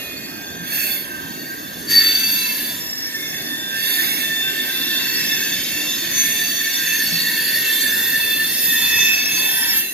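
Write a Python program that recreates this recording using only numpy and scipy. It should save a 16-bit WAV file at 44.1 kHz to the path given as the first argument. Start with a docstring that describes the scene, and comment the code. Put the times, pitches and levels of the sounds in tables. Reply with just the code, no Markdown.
"""Freight train of tank cars passing.

Wheels rumble on rough rail. Flanges grind and ring the modes of the steel wheels; modes lock
into squeals that flare and stutter. Now and then a tank booms. The deep rumble and a scraping
flange come from off to the right, the nearest wheels from almost straight ahead."""
import sys
import numpy as np
from scipy import signal
from scipy.fft import rfft, irfft, next_fast_len
from scipy.io import wavfile
from scipy.ndimage import uniform_filter1d

SR = 44100
rng = np.random.default_rng(int(sys.argv[2]) if len(sys.argv) > 2 else 0)


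def int16_out(signal):
    """Quantize to a 16-bit WAV file."""
    q = np.round(np.clip(np.atleast_2d(signal).T, -1, 1) * 32767)
    wavfile.write(sys.argv[1], SR, q.astype(np.int16))


N = 437913
SIDE_LAG_S = .00046  # left behind right


def amp(db):
    return 10 ** (np.asarray(db) / 20)


def unit_rms(x):
    return x / np.sqrt(np.mean(np.abs(x) ** 2) + 1e-20)


def spectrum(points, hz):
    """Gain through (frequency [Hz], level [dB]) points, log frequency axis."""
    point_hz, db = np.transpose(points)
    return amp(np.interp(np.log(hz + 1), np.log(point_hz + 1), db))


def curves(rows):
    """Per-sample curve for each column after the time."""
    time_s, *columns = np.transpose(rows)
    return [np.interp(np.arange(N) / SR, time_s, column) for column in columns]


def filtered(x, response):
    """Apply a complex response(hz)."""
    size = next_fast_len(N + 8192)
    hz = np.fft.rfftfreq(size, 1 / SR)
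    return irfft(rfft(x, size) * response(hz), size)[..., :N]


def direction(hz, lag_s, balance_db):
    """Stereo response of a source to one side; lag and balance are left minus right."""
    split = np.array([[.5], [-.5]])
    return amp(balance_db * split) * np.exp(-2j * np.pi * hz * lag_s * split)


def patchy_noise(depth_db, bins, frames, count=1):
    """Noises whose level varies in shared patches of bins (43 Hz) by frames (12 ms)."""
    cells = signal.stft(rng.standard_normal((count, N)), nperseg=1024)[2]
    patches = rng.standard_normal(cells.shape[1:])
    for _ in range(2):
        patches = uniform_filter1d(patches, bins, axis=0)
        patches = uniform_filter1d(patches, frames, axis=1)
    cells *= amp(depth_db * unit_rms(patches))
    return unit_rms(signal.istft(cells, nperseg=1024)[1][:, :N])


# Rumble strength: (time [s], deep level [dB], light level [dB])
RUMBLE_LEVELS = [(0, -37, -46), (1.96, -34.5, -50.5), (3.21, -39, -51), (3.4, -36.5, -47.5),
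                 (6.28, -35, -48), (6.86, -38.5, -51.5), (7.08, -35, -48), (9.37, -35.5, -47.5),
                 (9.74, -40, -40), (9.93, -39.5, -59)]
# Rumble spectra: (frequency [Hz], relative density [dB])
DEEP_SPECTRUM = [(20, -30), (40, -19), (165, -2.5), (205, -1), (265, 2.5), (350, 0), (536, -10), (888, -18),
                 (967, -13), (1110, -12), (1400, -15), (1820, -5.5), (3080, -120)]
LIGHT_SPECTRUM = [(60, -34), (250, -34), (600, 6), (1000, -3.5), (1400, -5.5), (2500, -51)]


def rolling_rumble():
    """Wheels on rough rail, hollow tanks: deep from the right side, lighter from almost ahead."""
    deep_db, light_db = curves(RUMBLE_LEVELS)
    scattered = amp(-13.5) * rng.standard_normal((2, N))
    deep = patchy_noise(2.03, bins=3, frames=8) + scattered
    deep = filtered(deep, lambda hz: spectrum(DEEP_SPECTRUM, hz) * direction(hz, SIDE_LAG_S, -3.5))
    light = patchy_noise(3.5, bins=3, frames=8)
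    light = filtered(light, lambda hz: spectrum(LIGHT_SPECTRUM, hz) * direction(hz, .000093, -1.2))
    return amp(deep_db) * unit_rms(deep) + amp(light_db) * unit_rms(light)


# Wheel modes: (frequency [Hz])
MODE_HZ = [974, 1575, 1770, 1890, 2150, 2220, 2489, 2680, 2760, 3160, 3351, 3510, 3871, 4011, 4455, 4560,
           5040, 5290, 5434, 5700, 6200, 6364, 6550, 6880, 7030, 7350, 7480, 8000, 8295, 8830, 9270, 9486,
           9750, 10300, 10653, 10830, 11270, 11440, 11756, 12218, 12740, 13200, 14050, 15000]
# Their resonances, same order: (width [Hz], relative peak [dB])
MODE_PEAKS = [(15.3, 1.5), (24.2, 16), (39.3, 22), (72, 14.5), (10, 14), (24, 15), (10, 5), (72, 19),
              (29.8, 17.5), (39.2, 15.5), (14, 10.5), (56, 23), (24, 17), (14, 14), (50.6, 19), (60, 14.5),
              (25, -2), (40, 19.5), (46.7, 20.5), (30, 13), (65, 20.5), (25.1, 23.5), (30, 15.5),
              (120, 8.5), (70, 12), (40, 15.5), (60, 9), (30, 36.5), (12, 33), (59.4, 25), (70, 17),
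              (10, 28), (100, 23), (60, 13.5), (29.8, 19.5), (30, 8), (40, 14), (50, 21), (34, 23),
              (45, 21.5), (79, -4), (130, 19.5), (120, 20), (190, 15.5)]
# Friction rasp, dip near 8 kHz: (frequency [Hz], relative density [dB])
RASP_SPECTRUM = [(400, -101), (900, -0.5), (1300, -8), (1900, -1), (3000, -5), (4500, -2), (5900, -11.5),
                 (7300, -7.5), (7750, -28), (8200, -17), (9000, -12), (10500, 0), (13000, 3), (15100, -3.5),
                 (15400, -17), (16000, -28)]


def wheel_response(hz, tuning, floor_db):
    """Sharp steel modes on a broad rasp, split at the dip into low and high bands."""
    mode_power = sum(amp(2 * peak_db) / (1 + (2 * (hz - mode_hz * tuning) / width_hz) ** 2)
                     for mode_hz, (width_hz, peak_db) in zip(MODE_HZ, MODE_PEAKS))
    small_mode_power = spectrum([(5000, -50), (10000, 18)], hz)  # fills the treble gaps
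    gain = spectrum(RASP_SPECTRUM, hz) * np.sqrt(amp(2 * floor_db) + small_mode_power + mode_power)
    return gain * np.array([[hz < 7750], [hz >= 7750]])


def rubbed_wheels(lag_s, balance_db, tuning, floor_db, scatter_db):
    """Modes come and go as the contact changes; some sound, mostly treble, arrives scattered."""
    noise = patchy_noise(6, bins=1, frames=14, count=3)
    scattered = amp(scatter_db) * filtered(noise[1:], lambda hz: hz / 10000)
    bands = filtered(noise[0] + scattered,
                     lambda hz: wheel_response(hz, tuning, floor_db) * direction(hz, lag_s, balance_db))
    return np.array([unit_rms(band) for band in bands])


# Direction of the nearest wheels: (time [s], left lag [ms])
NEAR_PATH = [(0, -.1), (1.85, 0), (2.0, .04), (2.7, .04), (2.9, -.1), (4.4, -.09), (9.93, .1)]


def drift(x, balance_db):
    """The nearest wheels drift across the front."""
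    hz, time_s, cells = signal.stft(x, SR, nperseg=1024)
    lag_s = np.interp(time_s, *np.transpose(NEAR_PATH)) / 1000
    steering = np.stack([direction(hz, lag, balance_db) for lag in lag_s], axis=-1)
    return signal.istft(cells * steering, SR, nperseg=1024)[1][..., :N]


# Flange friction: (time [s], high band level [dB], low band re high [dB])
GRIND_LEVELS = [(0, -37.5, 4), (.62, -39.5, 3.5), (.75, -21, -2.5), (.92, -23, -2.5), (1.08, -36, 1.5),
                (1.878, -35.5, 1), (1.91, -19, -1), (2.1, -21, -1), (2.68, -25, -2), (2.93, -36.5, 3.5),
                (3.34, -31, 2), (3.68, -35, 4.5), (3.88, -22.5, 0.5), (4.2, -23.5, 0), (4.35, -30, 3),
                (5.06, -25, 2.5), (6.1, -28, 4), (6.2, -21.5, 0.5), (6.6, -26, 1.5), (7.7, -23.5, 0.5),
                (8.5, -22, -2), (8.7, -19, -2.5), (9.07, -24, 4), (9.26, -27, 3.5), (9.46, -22, 0),
                (9.79, -23, 1), (9.93, -31.5, -5.5)]
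# Friction from the nearest wheels: (time [s], power share [0-1])
NEAR_SHARE = [(0, .75), (.6, .75), (.72, .1), (1.05, .2), (1.3, .75), (1.9, .9), (3.65, .85), (3.8, .15),
              (4.2, .2), (4.4, .8), (6.0, .85), (6.2, .5), (6.5, .8), (9.93, .9)]


def flange_grind():
    """Friction rings the near wheels; a flange to the right, tuned lower, scrapes in coarse bursts."""
    high_db, low_relative_db = curves(GRIND_LEVELS)
    near_share, = curves(NEAR_SHARE)
    side = rubbed_wheels(SIDE_LAG_S, balance_db=-4, tuning=.993, floor_db=1.5, scatter_db=-10)
    near = rubbed_wheels(0, balance_db=0, tuning=1, floor_db=-7.5, scatter_db=4.5)
    near = drift(near, balance_db=-.71)
    low, high = np.sqrt(1 - near_share) * side + np.sqrt(near_share) * near
    return amp(high_db) * (high + amp(low_relative_db) * low)


def waver(n, rate_hz):
    """Random complex wander of amplitude and phase."""
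    real, imag = rng.standard_normal((2, 2500))
    return np.interp(np.arange(n) * rate_hz / SR, np.arange(2500), real + 1j * imag)


def flare_envelope(flares, start, stop):
    """Pointed flares summed as power; swell and fade times span 20 dB."""
    coarse_s = np.arange(start, stop + 64, 64) / SR
    peak_s, swell_s, fade_s, peak_db = np.transpose(flares)[..., None]
    from_peak = np.where(coarse_s < peak_s, (peak_s - coarse_s) / swell_s, (coarse_s - peak_s) / fade_s)
    gains = amp(peak_db - 20 * from_peak ** .84)
    return np.interp(np.arange(start, stop) / SR, coarse_s, np.linalg.norm(gains, axis=0))


# Squealing modes: (start pitch [Hz], end pitch [Hz], start left lag [ms], end left lag [ms],
# left minus right [dB], waver rate [Hz], waver depth [ratio])
SQUEAL_MODES = [ (975, 973, .14, .14, -1, 12, .6), (1562, 1558, .43, .46, -1.4, 14, .3),
                (1588, 1587, .43, .46, -1.4, 16, .3), (1785, 1770, -.09, 0, -2, 25, .2),
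                (1865, 1865, -.03, -.03, .6, 60, 1.2), (1854, 1849, -.03, -.03, -1.1, 22, .4),
                (2483, 2483, -.03, -.03, -3.2, 10, .2), (2560, 2595, .456, .456, -3.6, 60, 1.2),
                (2609, 2604, .037, .037, -2.7, 12, .2), (2648, 2640, .032, .032, -2.8, 30, .6),
                (2760, 2740, .08, .08, -2.1, 16, .5), (3563, 3548, -.12, .04, -2.4, 40, .35),
                (4012, 4010, -.01, -.01, -2.9, 12, .5), (4468, 4464, -.06, -.05, -1.5, 40, .45),
                (4551, 4551, -.012, -.012, 1.4, 20, .15), (4590, 4578, -.011, -.011, 1.3, 25, .25),
                (4432, 4440, .45, .45, -2.5, 30, .6), (4510, 4530, -.01, -.01, -1, 40, .8),
                (1925, 1950, -.03, -.03, -1, 30, .6), (5445, 5430, -.085, -.085, .9, 40, .9),
                (6228, 6226, .06, .02, -.4, 20, .6), (6364, 6364, -.05, -.01, -1.2, 20, .6),
                (9750, 9730, -.03, .03, -1.4, 80, 1.5), (10665, 10650, .01, .03, -2.4, 35, .9),
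                (11440, 11420, .01, .03, -4, 30, .8), (12250, 12225, -.02, .03, -2.4, 35, .7),
                (12760, 12750, -.02, .03, -2.4, 60, 1.3), (13345, 13325, -.02, .05, -2.3, 30, .6),
                (3352, 3343, -.08, .04, -2, 14, .5), (4410, 4395, -.05, -.05, -1.5, 30, .6), ]
# Flares, one list per mode: (peak time [s], swell [s], fade [s], level [dB])
SQUEAL_FLARES = [
    [(2.521, 0.55, 0.96, -44)],
    [(1.14, 0.19, 0.49, -31), (4.48, 0.08, 0.34, -26.5), (7.52, 0.17, 0.83, -34)],
    [(0.5, 0.49, 2.3, -34.5), (1.52, 0.099, 0.32, -28.5), (3.74, 0.11, 0.16, -28.5), (3.74, 1.5, 1.3, -35),
     (6.8, 0.4, 0.42, -30), (7.92, 0.36, 1.28, -33)],
    [(3.153, 0.056, 0.062, -29), (3.342, 0.018, 0.033, -27), (3.542, 0.1, 0.086, -26),
     (3.806, 0.24, 0.079, -25.5), (3.996, 0.055, 0.067, -19.5), (4.246, 0.12, .08, -23.5),
     (4.31, 0.039, 0.11, -20.5), (4.41, .06, 0.026, -21.5), (4.5, 1.36, 1.7, -40),
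     (4.58, 0.033, 0.15, -23.5), (4.929, 0.17, 0.032, -24), (5.128, 0.076, 0.033, -24),
     (5.333, 0.088, 0.045, -27), (5.473, 0.22, 0.017, -28), (5.532, 0.031, 0.036, -26),
     (5.802, 0.11, 0.059, -28.5), (6.056, 0.04, 0.076, -27), (6.321, 0.36, 0.057, -25),
     (6.4, 0.82, 1.18, -32.5), (6.425, 0.041, 0.03, -16), (6.615, 0.026, 0.023, -16.5),
     (6.68, 0.042, 0.021, -16.5), (7.263, 0.066, 0.2, -18.5), (7.398, 0.06, 0.052, -21.5),
     (7.543, 0.13, 0.062, -22.5), (7.712, 0.1, 0.038, -21), (7.862, 0.24, 0.024, -22.5),
     (7.937, 0.046, 0.095, -18), (8.166, 0.062, 0.034, -15), (8.2, 1.3, 1.67, -35),
     (8.316, 0.12, 0.034, -19.5), (8.416, 0.044, 0.036, -12.5), (8.745, 0.052, 0.041, -20.5),
     (9.633, 0.11, 0.014, -27)],
    [(1.941, 0.051, 0.21, -23)],
    [(7.179, 0.059, 0.07, -26.5), (7.578, 0.038, 0.05, -21), (7.6, 1.5, 1.79, -31),
     (8.107, 0.18, 0.057, -25), (8.765, 0.29, 0.082, -24), (8.945, 0.11, 0.048, -23)],
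    [(0.05, 0.5, 1, -37.5)],
    [(0.822, 0.15, 0.186, -27.5)],
    [(6.62, 0.11, 2.6, -34), (9.0, 0.3, 0.34, -18.5), (9.13, 0.41, 0.2, -16.5), (9.3, .3, 0.68, -24)],
    [(.85, 0.17, .12, -32), (2.24, 0.054, 0.29, -28), (2.484, 0.23, 0.076, -24.5), (3.82, 0.052, 0.13, -32),
     (5.3, 1, 0.42, -30.5), (6.919, 0.077, 0.034, -23), (7.159, 0.033, 0.034, -27),
     (7.488, 0.032, 0.056, -25.5), (7.693, 0.066, 0.037, -23), (8.241, 0.04, 0.039, -23),
     (8.346, 0.15, 0.057, -23), (9.48, 1, 0.19, -29.5)],
    [(9.84, 0.12, 0.35, -32)],
    [(2.185, 0.053, 0.45, -30), (3.248, 0.12, 0.092, -26), (3.6, 0.53, 1.06, -29.5),
     (3.861, 0.035, 0.28, -21.5), (4.056, 0.073, 0.024, -19), (4.116, 0.039, 0.05, -29),
     (4.495, 0.5, 0.072, -21), (4.605, 0.089, 0.11, -24), (5.009, 1.3, 0.15, -25), (6.0, 1.5, 1.2, -34.5),
     (5.318, 0.077, 0.11, -24), (5.542, 0.12, 0.13, -25), (5.817, 0.023, 0.017, -24),
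     (5.877, 0.034, 0.16, -23), (6.166, 0.25, 0.21, -29.5), (6.341, 0.068, 0.31, -25),
     (6.585, 0.18, 0.15, -29), (6.75, 0.091, 0.23, -23.5), (6.964, 0.057, 0.072, -25),
     (7.283, 0.031, 0.02, -19.5), (7.378, 0.048, 0.072, -29), (7.573, 0.038, 0.087, -25),
     (7.782, 0.18, 0.099, -19.5), (7.902, 0.23, 0.039, -24), (8, 0.31, 1.1, -26.5),
     (8.276, 0.065, 0.12, -21.5), (8.85, 0.6, 0.42, -21.5), (9.034, 0.21, 0.15, -17),
     (9.229, 0.13, 0.036, -22), (9.329, 0.06, 0.076, -25.5), (9.434, 0.13, 0.47, -23.5),
     (9.7, 0.33, 0.15, -43)],
    [(2.44, 0.14, 0.28, -30), (7.8, 0.81, 0.22, -29.5), (9.87, 0.11, .15, -38)],
    [(0.16, 0.11, 1.5, -38), (4.9, 0.14, 0.48, -40), (5.153, 0.19, 0.1, -33), (6.62, 0.28, 0.48, -31),
     (6.79, 0.05, 0.24, -29), (7.1, 0.51, 0.75, -29.5), (7.065, 0.043, .05, -19),
     (7.139, 0.042, 0.052, -21), (7.219, 0.042, 0.057, -19), (7.493, 0.033, 0.044, -23.5),
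     (7.727, 0.053, 0.05, -28), (7.837, 0.08, 0.056, -23.5), (8.461, 0.032, 0.058, -25),
     (9.199, 0.17, 0.16, -31), (9.379, 0.079, 0.22, -27)],
    [(1.98, 0.063, 0.05, -3.5), (1.93, 0.06, 0.34, -20.5), (2.07, 0.06, 0.15, -12), (2.31, 0.16, 0.42, -25)],
    [(2.0, 0.095, 0.087, -14.5), (2.16, .035, 0.033, -13.5), (2.24, 0.25, 0.48, -22.5)],
    [(0.88, 0.15, 0.16, -25), (.96, 0.087, 0.052, -27)],
    [(3.919, 0.096, 0.15, -26)],
    [(4.05, 0.09, .1, -27), (4.2, 0.084, 0.068, -28.5)],
    [(2.9, 0.24, 1, -27), (5.18, .15, 0.55, -26), (6.76, 0.14, 0.056, -27), (9.16, 0.19, 0.64, -22),
     (9.7, .2, 0.11, -20)],
    [(6.2, 0.12, 1.07, -20.5), (7.94, 0.24, 0.063, -31), ],
    [(9.4, 0.9, 0.19, -26)],
    [(8.74, 1.8, 0.67, -33.5)],
    [(7.86, 3, 0.15, -31), (9.58, 0.77, 0.18, -23)],
    [(2.02, 0.17, 2.1, -31), (2.32, 0.089, 0.062, -24), (7.84, 4.2, 1.6, -26)],
    [(7.0, 1.94, 2.7, -32), (8.96, 0.12, 0.82, -24.5), (9.78, 0.42, 0.1, -18.5)],
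    [(3.94, 0.16, 0.3, -27), (9.8, 0.16, 0.092, -31)],
    [(6.98, 0.8, 0.76, -32), (7.94, 0.37, 1.9, -31), (8.7, 0.2, 0.13, -15), (8.88, 0.16, 0.051, -23),
     (9.48, 0.13, 0.14, -23)],
    [(5.5, 1.7, 1.4, -46), (9.4, .8, 0.58, -34)],
    [(7.15, .5, 0.89, -28)],
]


def wheel_squeals():
    """Stick-slip locks to one mode: a wavering tone whose pitch and direction shift as the wheel passes."""
    out = np.zeros((2, N))
    for mode, flares in zip(SQUEAL_MODES, SQUEAL_FLARES):
        start_hz, end_hz, start_lag_ms, end_lag_ms, balance_db, waver_hz, depth = mode
        peak_s, swell_s, fade_s, _ = np.transpose(flares)
        start = max(round(min(peak_s - swell_s) * SR), 0)
        stop = min(round(max(peak_s + fade_s) * SR), N)
        n = stop - start
        t = np.arange(n) / SR
        wander = waver(n, waver_hz)
        rasp = .6 * waver(n, rate_hz=130)
        stereo_flutter = .18 * np.outer([1, -1], waver(n, waver_hz))
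        modulation = unit_rms(1 + depth * (wander + rasp) + stereo_flutter)
        cycles = (start_hz + (end_hz - start_hz) * t / t[-1] / 2) * t
        lag_s = np.linspace(start_lag_ms, end_lag_ms, n) / 1000
        tone = np.exp(2j * np.pi * cycles) * direction(start_hz, lag_s, balance_db)
        declick = np.minimum(1, np.minimum(t, t[::-1]) / .0038)
        envelope = flare_envelope(flares, start, stop) * declick
        out[:, start:stop] += np.sqrt(2) * envelope * np.real(modulation * tone)
    return out


# Tank shell booms: (peak time [s], swell [s], fade [s], level [dB], pitch [Hz])
TANK_BOOMS = [(.62, .15, 0.22, -37, 172), (1.3, 0.25, 0.28, -46, 163), (1.959, 0.073, 0.086, -31.5, 285),
              (4.869, 0.11, .12, -43, 320), (5.8, 0.097, 0.14, -34.5, 298.7),
              (6.049, 0.068, 0.085, -33, 341), (7.14, 0.22, 0.59, -37, 166.4)]


def tank_booms():
    """Tank shells to the right ring briefly in low, wavering notes."""
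    t = np.arange(N) / SR
    out = np.zeros((2, N))
    for *flare, hz in TANK_BOOMS:
        tone = np.exp(2j * np.pi * hz * t) * direction(hz, SIDE_LAG_S, balance_db=-3)
        modulation = unit_rms(1 + waver(N, rate_hz=30))
        out += np.sqrt(2) * flare_envelope([flare], 0, N) * np.real(modulation * tone)
    return out


def scene():
    return rolling_rumble() + flange_grind() + wheel_squeals() + tank_booms()


def record(dry):
    """Soft-clip the loudest peaks, then band-limit."""
    ceiling, cutoff_hz = .97, 15750
    rounded = dry / (1 + np.abs(dry / ceiling) ** 6) ** (1 / 6)
    return filtered(rounded, lambda hz: hz < cutoff_hz)


dry = scene()
out = record(dry)
int16_out(out)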